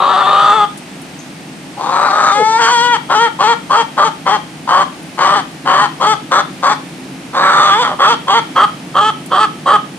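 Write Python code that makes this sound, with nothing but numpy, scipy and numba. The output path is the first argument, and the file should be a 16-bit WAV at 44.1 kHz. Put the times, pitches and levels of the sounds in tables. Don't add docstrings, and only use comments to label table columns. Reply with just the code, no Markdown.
import sys
import numpy as np
from scipy import signal
from scipy.fft import rfft, irfft, next_fast_len
from scipy.io import wavfile
from scipy.ndimage import uniform_filter1d, minimum_filter1d, map_coordinates
from numba import njit

SR = 44100
rng = np.random.default_rng(int(sys.argv[2]) if len(sys.argv) > 2 else 0)


def unload_wav(signal):
    wavfile.write(
        sys.argv[1],
        SR,
        np.round(np.clip(np.atleast_2d(signal).T, -1, 1) * 32767).astype(np.int16),
    )


N = 440118
TIME = np.arange(N) / SR
SIZE = next_fast_len(N + SR // 2)
FREQ = np.fft.rfftfreq(SIZE, 1 / SR)


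def amp(db):
    return 10 ** (np.asarray(db) / 20)


def unit(x):
    return x / np.sqrt(np.mean(x ** 2) + 1e-20)


def ramp(x):
    return np.clip(x, 0, 1)


def mix(a, b, share):
    return a + (b - a) * share


def along(points, hz=FREQ):
    f, v = np.transpose(points)
    return np.interp(np.log(hz + 1), np.log(f + 1), v)


def curves(rows, t=TIME):
    s, *cols = np.transpose(rows)
    return [np.interp(t, s, c) for c in cols]


def wobble(rate):
    knots = rng.standard_normal(int(N * rate / SR) + 4)
    return map_coordinates(knots, [TIME * rate])


def filtered(x, response):
    return irfft(rfft(x, SIZE) * response, SIZE)[..., :N]


def causal(db):
    cepstrum = irfft(np.log(amp(db)), SIZE)
    cepstrum[1:SIZE // 2] *= 2
    cepstrum[SIZE // 2 + 1:] = 0
    return np.exp(rfft(cepstrum))


def resonance(hz, width_hz):
    return 1j * FREQ * width_hz / (hz ** 2 - FREQ ** 2 + 1j * FREQ * width_hz)


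@njit
def ring(x, hz, width_hz):
    out, state = np.zeros(len(x)), 0j
    keep = np.exp(-np.pi * width_hz / SR)
    for i in range(len(x)):
        state = state * keep * np.exp(2j * np.pi * hz[i] / SR) + x[i]
        out[i] = 2 * (1 - keep) * state.real
    return out


def beats(pitch):
    cycles = np.cumsum(pitch) / SR
    return np.interp(np.arange(1, cycles[-1]), cycles, TIME)


def pulses(times, sizes, order=8):
    at = times[:, None] * SR
    taps = np.floor(at) + np.arange(1 - order, order + 1)
    shape = np.sinc(taps - at) * np.cos(np.pi * (taps - at) / (2 * order)) ** 2
    slots = np.clip(taps, 0, N).astype(int)
    return np.bincount(slots.ravel(), (sizes[:, None] * shape).ravel(), N + 1)[:N]


# [middle t/s, length/s]
LULL_TIMES = [(.147, 0.031), (0.248, 0.032), (2.108, .02), (5.274, 0.0117), (9.36, 0.0231)]
LULL_EDGE_S, LULL_SAG, LULL_DB, LULL_RASP = .008, .04, 2.5, 0.17
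SECOND_RATIO, SECOND_DRIFT_PER_S, SECOND_MOST = 1.44, .3, 1.56
BEAK_FLUTTER, FLUTTER_PER_S = 0.062, 170


def hen(edge_offset_db=2.5):
    gate, age, pitch, rasp, level, beak, edge, beak_hz, upper_hz = gestures()
    lull = sum(ramp((length / 2 - np.abs(TIME - s)) / LULL_EDGE_S + .5) for s, length in LULL_TIMES)
    pitch = pitch * (1 - LULL_SAG * lull)
    rasp = ramp(mix(rasp, LULL_RASP, lull))
    beak = beak - LULL_DB * lull
    second = pitch * np.minimum(SECOND_RATIO + SECOND_DRIFT_PER_S * age, SECOND_MOST)
    beak_hz = beak_hz * (1 + BEAK_FLUTTER * rasp * wobble(FLUTTER_PER_S))
    voice = throat(syrinx(pitch, second, rasp), rasp, beak_hz, upper_hz)
    below_beak = 1 / (1 + (FREQ / 1060) ** 20)
    below_edge = 1 / (1 + (FREQ / 2500) ** 20)
    bands = np.array([below_beak, below_edge - below_beak, 1 - below_edge])
    registers = filtered(voice, bands)
    strength = np.sqrt(np.abs(uniform_filter1d(registers ** 2, size=1100, axis=1)) + 1e-12)
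    gains = gate * amp([level, beak, edge + edge_offset_db])
    return np.sum(gains * registers / strength, axis=0)


# [start t/s, length/s, swell/s, fall/s,
# break into tone after/s, pitch f/Hz at the break, later pitch of the tone f/Hz,
# rasp left in the tone/0-1, throat level/dB, beak register in the rasp and in the tone/dB re throat,
# shrill edge/dB re throat, beak resonance f/Hz, upper resonance f/Hz]
CLUCK_CALLS = [ (3.095, 0.19, 0.02, 0.041, 0.055, 430.3, 467, 0.059, -12.5, 2, -2, -12, 1290, 3164),
               (3.393, 0.15, 0.012, .026, 0.041, 425, 468.2, 0.13, -11.5, -2, -3.5, -13, 1140, 3220),
               (3.7, .13, 0.023, .03, 0.068, 458.6, 462.5, 0.11, -12, 3.5, -5.5, -12.5, 1156, 3200),
               (3.972, 0.12, .02, .03, 0.075, 451.2, 449, 0.14, -12.5, 4, -6.5, -14, 1173, 3170),
               (4.26, .112, 0.02, .024, .028, 380.7, 428, 0.32, -13, 1.5, -3, -13, 1142, 3160),
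               (4.677, 0.16, 0.028, 0.029, 0.1, 390, 391.8, 0.74, -13.5, 2.5, 3, -13, 1150, 3126),
               (5.181, .229, 0.035, 0.051, 0.18, 428.2, 409.2, .25, -15, 4, -0.5, -10.5, 1144, 3120),
               (5.657, 0.21, 0.024, .035, 0.16, 423.2, 424.2, 0.4, -14, 3, -1, -10.5, 1103, 3118),
               (6.005, 0.14, 0.028, .026, .06, 426.3, 434.5, 0.099, -12.5, 0.5, -1, -11, 1260, 3225),
               (6.313, 0.1, 0.0063, .022, 0.067, 405.4, 406, 0.81, -14.5, 5, 4, -10, 1240, 3480),
               (6.627, .114, 0.017, .02, 0.065, 399.8, 429.8, 0.41, -14.5, 3.5, 0, -12.5, 1150, 3470),
               (7.993, .155, 0.027, .036, .085, 432, 473.7, 0.26, -13, 6.5, 0, -6, 1170, 3310),
               (8.276, .124, 0.022, .022, 0.025, 391.6, 465.5, 0.24, -12, -1, -1, -8, 1094, 3223),
               (8.556, 0.098, 0.015, .012, 0.075, 425.4, 420.7, .15, -15.5, 8.5, 10.5, -7, 1241, 3205),
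               (8.946, 0.16, .025, .014, .062, 420, 436, 0.11, -16, 8, 3.5, -7.5, 1294, 3239),
               (9.308, 0.15, 0.019, 0.016, .09, 430.6, 433, 0.19, -17, 6, 8, -8.5, 1310, 3210),
               (9.66, 0.11, .016, 0.017, 0.072, 426, 416, 0.23, -13.5, 6, 7.5, -11.5, 1260, 3220)]
START_HZ, START_RASP, LATE_RASP = 359.8, 0.95, 0.741
BREAK_S, BREAK_JUMP = 0.013, .04
MOVE_WAIT, MOVE_SHARE = .26, .44
FALL_SAG, FALL_DB, FALL_RASP = .14, 8, 0.076
SWELL_DB, SWELL_BRIGHT_DB, CLIMB_BRIGHT_DB = 4, 5, 3.5
TONE_BRIGHT_DB, TONE_EDGE_DB = 2.5, 0.5
BEAK_SHUT, BEAK_CLOSE = 0.069, 0.036


def cluck(t, start, length, swell_s, fall_s, break_s, break_hz, later_hz, rasp_left, throat_db,
          rasp_beak_db, tone_beak_db, edge_db, beak_hz, upper_hz):
    age = t - start
    shut, climb = 1 - ramp(age / swell_s), ramp(age / break_s)
    tone = ramp((age - break_s) / BREAK_S + .5)
    fall = ramp((age - length) / fall_s + 1)
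    through_tone = (age - break_s) / max(length - fall_s - break_s, BREAK_S)
    move = np.sin(np.pi / 2 * ramp((through_tone - MOVE_WAIT) / MOVE_SHARE)) ** 2

    rasp_pitch = mix(START_HZ, break_hz * (1 - BREAK_JUMP), climb)
    tone_pitch = mix(break_hz, later_hz, move)
    pitch = mix(rasp_pitch, tone_pitch, tone) * (1 - FALL_SAG * fall ** 2)
    rasp = mix(mix(START_RASP, LATE_RASP, climb), rasp_left, tone) + FALL_RASP * fall

    level = throat_db - SWELL_DB * shut - FALL_DB * fall ** 2
    bright = level - SWELL_BRIGHT_DB * shut
    regain = ramp(through_tone) - .5
    rasp_beak = rasp_beak_db + CLIMB_BRIGHT_DB * (climb - .5)
    tone_beak = tone_beak_db + TONE_BRIGHT_DB * regain
    beak = bright + mix(rasp_beak, tone_beak, tone)
    edge = bright + edge_db + TONE_EDGE_DB * regain * tone
    opening = 1 - BEAK_SHUT * (1 - climb) ** 2 - BEAK_CLOSE * fall
    return [pitch, rasp, level, beak, edge, beak_hz * opening, np.full(len(t), upper_hz)]


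# [t/s, pitch f/Hz, rasp/0-1]
SQUAWK_MEMBRANES = [
    [(0, 379, 0.61), (.2, 394.4, 0.75), (.44, 400.2, 0.6), (.53, 411.9, 0.43), (.542, 438, 0.13),
     (.565, 443.5, 0.12), (.59, 420, 0.19), (.655, 405, .25)],
    [(1.77, 277.6, 0.89), (1.95, 380.8, 0.86), (2.1, 402.2, 0.96), (2.305, 398, .95), (2.325, 394.5, .04),
     (2.345, 413, .08), (2.45, 436, 0), (2.57, 451.3, 0), (2.598, 478.5, 0.19), (2.615, 461.6, 0.3),
     (2.66, 457, .22), (2.68, 466, .63), (2.708, 483, 0.47), (2.725, 489, .11), (2.79, 465, 0),
     (2.84, 486.6, 0.07), (2.925, 480, 0), (2.945, 454, 0.09), (2.97, 392.3, 0.36)],
    [(7.335, 350.6, 0.97), (7.45, 384.5, 0.77), (7.695, 396.5, 0.87), (7.712, 390, 0.28),
     (7.745, 410.2, 0.17), (7.785, 456.3, 0.08), (7.802, 504, 0.08), (7.822, 501, 0.38),
     (7.842, 430.6, 0.77), (7.95, 376.1, .9)],
]
# [t/s, throat register level/dB, beak register level/dB,
# shrill edge level/dB, beak resonance f/Hz, upper resonance f/Hz]
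SQUAWK_REGISTERS = [
    [(0.0, -15, -14.5, -27, 1240, 3800), (0.222, -17, -11.5, -26, 1285, 3560),
     (0.244, -16.5, -17, -26.5, 1190, 3450), (0.262, -15.5, -12, -25, 1150, 3660),
     (0.44, -15, -9.5, -24, 1250, 3460), (0.528, -13, -6, -24, 1240, 3480),
     (0.542, -15.5, -16, -26.5, 1260, 3476), (0.634, -14.5, -9.5, -28, 1230, 3460),
     (0.65, -19.5, -13, -29.5, 1250, 3350)],
    [(1.77, -28, -45, -51, 936, 3594), (1.816, -20.5, -31.5, -38, 1080, 3669),
     (1.966, -16, -15.5, -33, 1225, 3960), (2.194, -17.5, -12.5, -33, 1250, 3740),
     (2.308, -17.5, -9.5, -29, 1310, 3600), (2.334, -16.5, -19.5, -32, 1210, 3550),
     (2.374, -16.5, -18, -31.5, 910, 3330), (2.44, -11.5, -20.5, -37.5, 880, 3360),
     (2.504, -9, -25, -35, 870, 3430), (2.562, -10, -19.5, -34, 915, 3700),
     (2.588, -17.5, -17, -35.5, 1010, 3370), (2.634, -11.5, -13, -19.5, 1030, 3240),
     (2.682, -15, -10, -22.5, 1070, 3230), (2.728, -13, -17, -22, 1040, 3270),
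     (2.872, -17.5, -18.5, -23, 1110, 3080), (2.908, -19.5, -16.5, -30.5, 1100, 3280),
     (2.938, -9.5, -16, -19, 1040, 3147), (2.97, -23, -20, -30, 1070, 3106)],
    [(7.335, -22.5, -24.5, -37, 1150, 3350), (7.383, -15.5, -15, -27.5, 1130, 3800),
     (7.453, -15, -9, -26.5, 1360, 3740), (7.741, -17.5, -9.5, -19.5, 1150, 3340),
     (7.779, -13, -21.5, -27.5, 1090, 3460), (7.825, -14.5, -19.5, -19.5, 1050, 3470),
     (7.845, -21, -14.5, -25, 1190, 3290), (7.935, -20.5, -25.5, -38.5, 1150, 3120),
     (7.95, -30, -40, -64, 1100, 3210)],
]
# [throat/dB, beak/dB, edge/dB]
SQUAWK_REGISTER_DB = (-0.1, 1, 0.5)


def squawk(t, syrinx_rows, voice_rows):
    level, beak, edge, beak_hz, upper_hz = curves(voice_rows, t)
    levels = np.array([level, beak, edge]) + np.array(SQUAWK_REGISTER_DB)[:, None]
    return [*curves(syrinx_rows, t), *levels, beak_hz, upper_hz]


LEAD_S = .025


def gestures(attack=0.013, release=0.004):
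    calls = [(row[0], row[0] + row[1], cluck, row) for row in CLUCK_CALLS]
    for rows, voice in zip(SQUAWK_MEMBRANES, SQUAWK_REGISTERS):
        calls.append((rows[0][0], rows[-1][0], squawk, (rows, voice)))
    calls.sort(key=lambda call: call[0])
    turns = np.split(TIME, [int((call[0] - LEAD_S) * SR) for call in calls[1:]])
    parts = []
    for t, (start, end, shape, values) in zip(turns, calls):
        gate = ramp((t - start) / attack + .5) * ramp((end - t) / release + .5)
        parts.append(np.array([gate, t - start, *shape(t, *values)]))
    return np.concatenate(parts, axis=1)


def syrinx(pitch, second, rasp, pull=.11, sway_db=4, scatter_db=5.5, second_db=-3,
           hiss_db=-33, rasp_hiss_db=-19):
    pitch = pitch * (1 + (0.0022 + 0.01408 * rasp) * wobble(90))
    second = second * (1 + .014 * wobble(80))

    t = beats(pitch)
    rough, period = np.interp(t, TIME, rasp), 1 / np.interp(t, TIME, pitch)
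    swing = 2 * np.pi * np.interp(t, TIME, np.cumsum(second) / SR)
    chance = rng.standard_normal((len(t), 2))
    jitter = .003 + .055 * rough ** 2
    late = rough * pull * np.sin(swing) + jitter * chance[:, 0]
    size_db = rough * (sway_db * np.cos(swing) + scatter_db * chance[:, 1])
    first_membrane = pulses(t + late * period, amp(size_db))

    t = beats(second)
    rough, period = np.interp(t, TIME, rasp), 1 / np.interp(t, TIME, second)
    chance = rng.standard_normal((len(t), 2))
    jitter = .004 + .045 * rough ** 2
    sizes = rough * amp(second_db + scatter_db * rough * chance[:, 1])
    second_membrane = pulses(t + jitter * period * chance[:, 0], sizes)

    opening = np.cos(np.pi * np.cumsum(pitch) / SR) ** 2
    puffs = unit(opening * rng.standard_normal(N))
    hiss = puffs * (amp(hiss_db) + amp(rasp_hiss_db) * rasp)
    return unit(first_membrane + second_membrane) + hiss


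# [f/Hz, level/dB]
RASP_COLOUR = [(60, -81), (200, -25.5), (380, -17), (550, -5.5), (680, -10), (820, -0.5), (950, -4),
               (1190, -2), (1500, -8.5), (2000, -19), (2600, -29), (3250, -28), (3800, -29), (4600, -25.5),
               (5100, -38)]
# [f/Hz, level/dB]
TONE_COLOUR = [(60, -81), (200, -43.5), (440, -0.5), (650, 2.5), (900, 10), (1300, -5), (1600, -6.5),
               (1900, -14), (2200, -15), (2600, -18), (3300, -16), (3800, -19.5), (4600, -14), (5100, -25)]
# [f/Hz, level/dB]
TOP_COLOUR = [(4000, 6.5), (5200, 9.5), (6000, 13.5), (6900, 9.5), (7800, 10.5), (9000, 3), (10500, -36),
              (13800, -23), (15000, -26.5)]
# [f/Hz, level/dB]
UPRIGHT_COLOUR = [(550, 1), (750, 0), (950, -1.5), (1240, 1.5), (1500, -6), (1720, -3.5), (1950, -4.5),
                  (2250, -13), (2650, 3.5), (3400, 3), (5200, -6), (6400, -4), (8000, 2.5), (9500, 4)]
RASP_DAMPING = 0.3


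def throat(source, rasp, beak_hz, upper_hz, beak_width_hz=130, beak_db=2, middle_ratio=0.622,
           middle_width_hz=320, middle_db=-1, upper_width_hz=170, upper_db=15.0):
    blend = ramp(rasp / 0.66)
    harsh = filtered(source * blend, causal(along(RASP_COLOUR) + along(TOP_COLOUR)))
    clear = filtered(source * (1 - blend), causal(along(TONE_COLOUR) + along(TOP_COLOUR)))
    voice = harsh + clear
    upright = (TIME < 1) | (TIME > 8.48)
    voice = np.where(upright, filtered(voice, causal(along(UPRIGHT_COLOUR))), voice)
    moving = [
        (beak_hz, beak_width_hz, amp(beak_db)),
        (middle_ratio * upper_hz, middle_width_hz, amp(middle_db)),
        (upper_hz, upper_width_hz, amp(upper_db) * (1 - RASP_DAMPING * rasp))]
    for hz, width_hz, gain in moving:
        voice = voice + gain * ring(voice, hz, float(width_hz))
    return uneven(voice)


def uneven(x):
    hz, _, z = signal.stft(x, SR, nperseg=512)
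    field = rng.standard_normal(z.shape)
    field = uniform_filter1d(field, size=4, axis=0)
    field = uniform_filter1d(field, size=18, axis=1)
    depth_db = along([(500, .7), (1500, 1.6), (5000, 2.8)], hz)[:, None]
    return signal.istft(z * amp(depth_db * unit(field)), nperseg=512)[1][:N]


# [t/s, level/dB]
BEAM = [(0, -11), (.6, -2.5), (1.9, 1.5), (2.5, 9.5), (2.9, -0.5), (3.8, 2), (4.7, 1.5), (6, -0.5),
        (6.5, 3.5), (7.5, -1), (8.3, -5), (9, -1), (9.8, 1.5)]


def beamed(voice, from_hz=4200):
    treble = filtered(voice, 1 - 1 / (1 + (FREQ / from_hz) ** 10))
    return voice + (amp(curves(BEAM)[0]) - 1) * treble


# [t/s, pitch f/Hz, level/dB]
SECOND_HEN = [(2.35, 290, -24), (2.385, 261, -13), (2.412, 207.5, -14), (2.427, 224, -17), (2.44, 216, -64)]


def other_hen():
    pitch, level = curves(SECOND_HEN)
    t = beats(pitch * (1 + 0.035 * wobble(150)))
    source = pulses(t, amp(2 * rng.standard_normal(len(t))))
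    voice = unit(filtered(source, resonance(432, 170) ** 2))
    return voice * amp(level) * (TIME > SECOND_HEN[0][0]) * (TIME < SECOND_HEN[-1][0])


# [t/s, level/dB at the onset, centre f/Hz, width/Hz of each of two passes, t60/s]
CLAW_TICKS = [(0.775, -29, 9050, 3500, 0.062), (1.018, -37.5, 9600, 2000, 0.054),
              (1.19, -36.5, 6330, 1000, 0.24), (5.03, -39, 9800, 3000, .03),
              (9.261, -25.5, 9900, 5040, 0.043)]


def claws():
    out = np.zeros(N)
    for s, db, hz, width_hz, t60 in CLAW_TICKS:
        age = np.maximum(TIME - s, 0)
        scratch = unit(filtered(rng.standard_normal(N), resonance(hz, width_hz) ** 2))
        out += (age > 0) * amp(db - 60 * age / t60) * scratch
    return out


# [t/s, left-right level/dB, lead of the left capsule/s]
HEAD_TURNS = [(0, 3.9, -.00003), (.8, 3.9, -.00003), (1.7, 4.4, .00008), (6.8, 4, .00009),
              (7.3, -.2, .0001), (8.4, .4, .0001), (8.6, .3, .00003), (9, -1.3, .00004),
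              (9.4, -2.4, .00004), (9.98, -1.5, .00004)]
# [left delay/s, right delay/s, level/dB]
TABLE_AND_WALL = [(.0021, .0029, -38), (.0052, .0043, -23), (.0083, .0097, -13)]
# [f/Hz, t60/s]
PATIO_DECAY = [(200, 0.42), (1200, 0.26), (3200, 0.4), (12000, 0.027)]


def patio(x, tail_db=-15, build=0.015):
    balance_db, lead = curves(HEAD_TURNS)
    direct = np.array([map_coordinates(x, [(TIME + side * lead) * SR]) for side in (.5, -.5)])
    echoes = 0
    for left, right, db in TABLE_AND_WALL:
        delays = np.array([[left], [right]])
        echoes = echoes + amp(db) * np.exp(-2j * np.pi * FREQ * delays)
    hz, t, z = signal.stft(rng.standard_normal((2, SR // 2)), SR, nperseg=256)
    decay = amp(-60 * t / along(PATIO_DECAY, hz)[:, None])
    tail = signal.istft(z * decay * (1 - np.exp(-t / build)), SR, nperseg=256)[1]
    tail = tail / np.linalg.norm(tail[0])
    around = filtered(x, echoes + amp(tail_db) * rfft(tail, SIZE))
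    return (direct + around) * amp(np.array([[.5], [-.5]]) * balance_db)


# [f/Hz, level/dB per Hz]
AIR_COLOUR = [(20, -46), (60, -16), (105, -12.5), (150, -21), (220, -1), (330, -16.5), (420, -11.5),
              (800, -7), (1050, -13), (2500, -13), (3500, -17), (6000, -21.5), (10000, -26), (14500, -39.5)]
# [f/Hz, likeness/0-1]
AIR_LIKENESS = [(60, 1), (150, 0.012), (380, 1), (950, 0.25), (2380, 0.3), (5960, 0.23), (15000, 0.0081)]
# [f/Hz, width/Hz, level/dB]
HUM_BANDS = [(149, 26, -5.5), (161.8, 44, -1), (190.4, 20, -5.5), (260, 11.5, -1), (296.6, 116, -1.5)]
WHINE_HZ, WHINE_RISE_HZ_PER_S, WHINE_WANDER_HZ = 8360, 99, 74


def night(air_db=-34, hum_db=-34.0, hum_rise_db_per_s=0.3753, whine_db=-52, whine_width_hz=170):
    turn = np.arccos(np.clip(along(AIR_LIKENESS), -1, 1)) / 2
    mid_side = amp(along(AIR_COLOUR)) * np.array([np.cos(turn), np.sin(turn)])
    mid, side = filtered(rng.standard_normal((2, N)), mid_side)
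    air = unit(np.array([mid + side, mid - side])) * amp(air_db + wobble(3.17) / 2)

    bands = sum(amp(db) * np.abs(resonance(hz, width)) ** 2 for hz, width, db in HUM_BANDS)
    drone = unit(filtered(rng.standard_normal(N), bands))
    drone = drone * amp(hum_db + hum_rise_db_per_s * TIME)

    fuzz = unit(filtered(rng.standard_normal((2, N)), np.exp(-(FREQ / whine_width_hz) ** 2)))
    whine_hz = WHINE_HZ + WHINE_RISE_HZ_PER_S * TIME + WHINE_WANDER_HZ * wobble(1.5)
    whine = unit(fuzz * np.sin(2 * np.pi * np.cumsum(whine_hz) / SR))
    return air + drone + amp(whine_db) * whine


def scene():
    return patio(beamed(hen()) + other_hen() + claws()) + night()


TOP_HZ = 15000


def record(dry, ceiling=1.09):
    needed = np.minimum(1, ceiling / (np.abs(dry) + 1e-9))
    gain = minimum_filter1d(needed, size=120, axis=1)
    gain = uniform_filter1d(gain, size=120, axis=1)
    return filtered(np.clip(dry * gain, -1, 1), FREQ < TOP_HZ)


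dry = scene()
out = record(dry)
unload_wav(out)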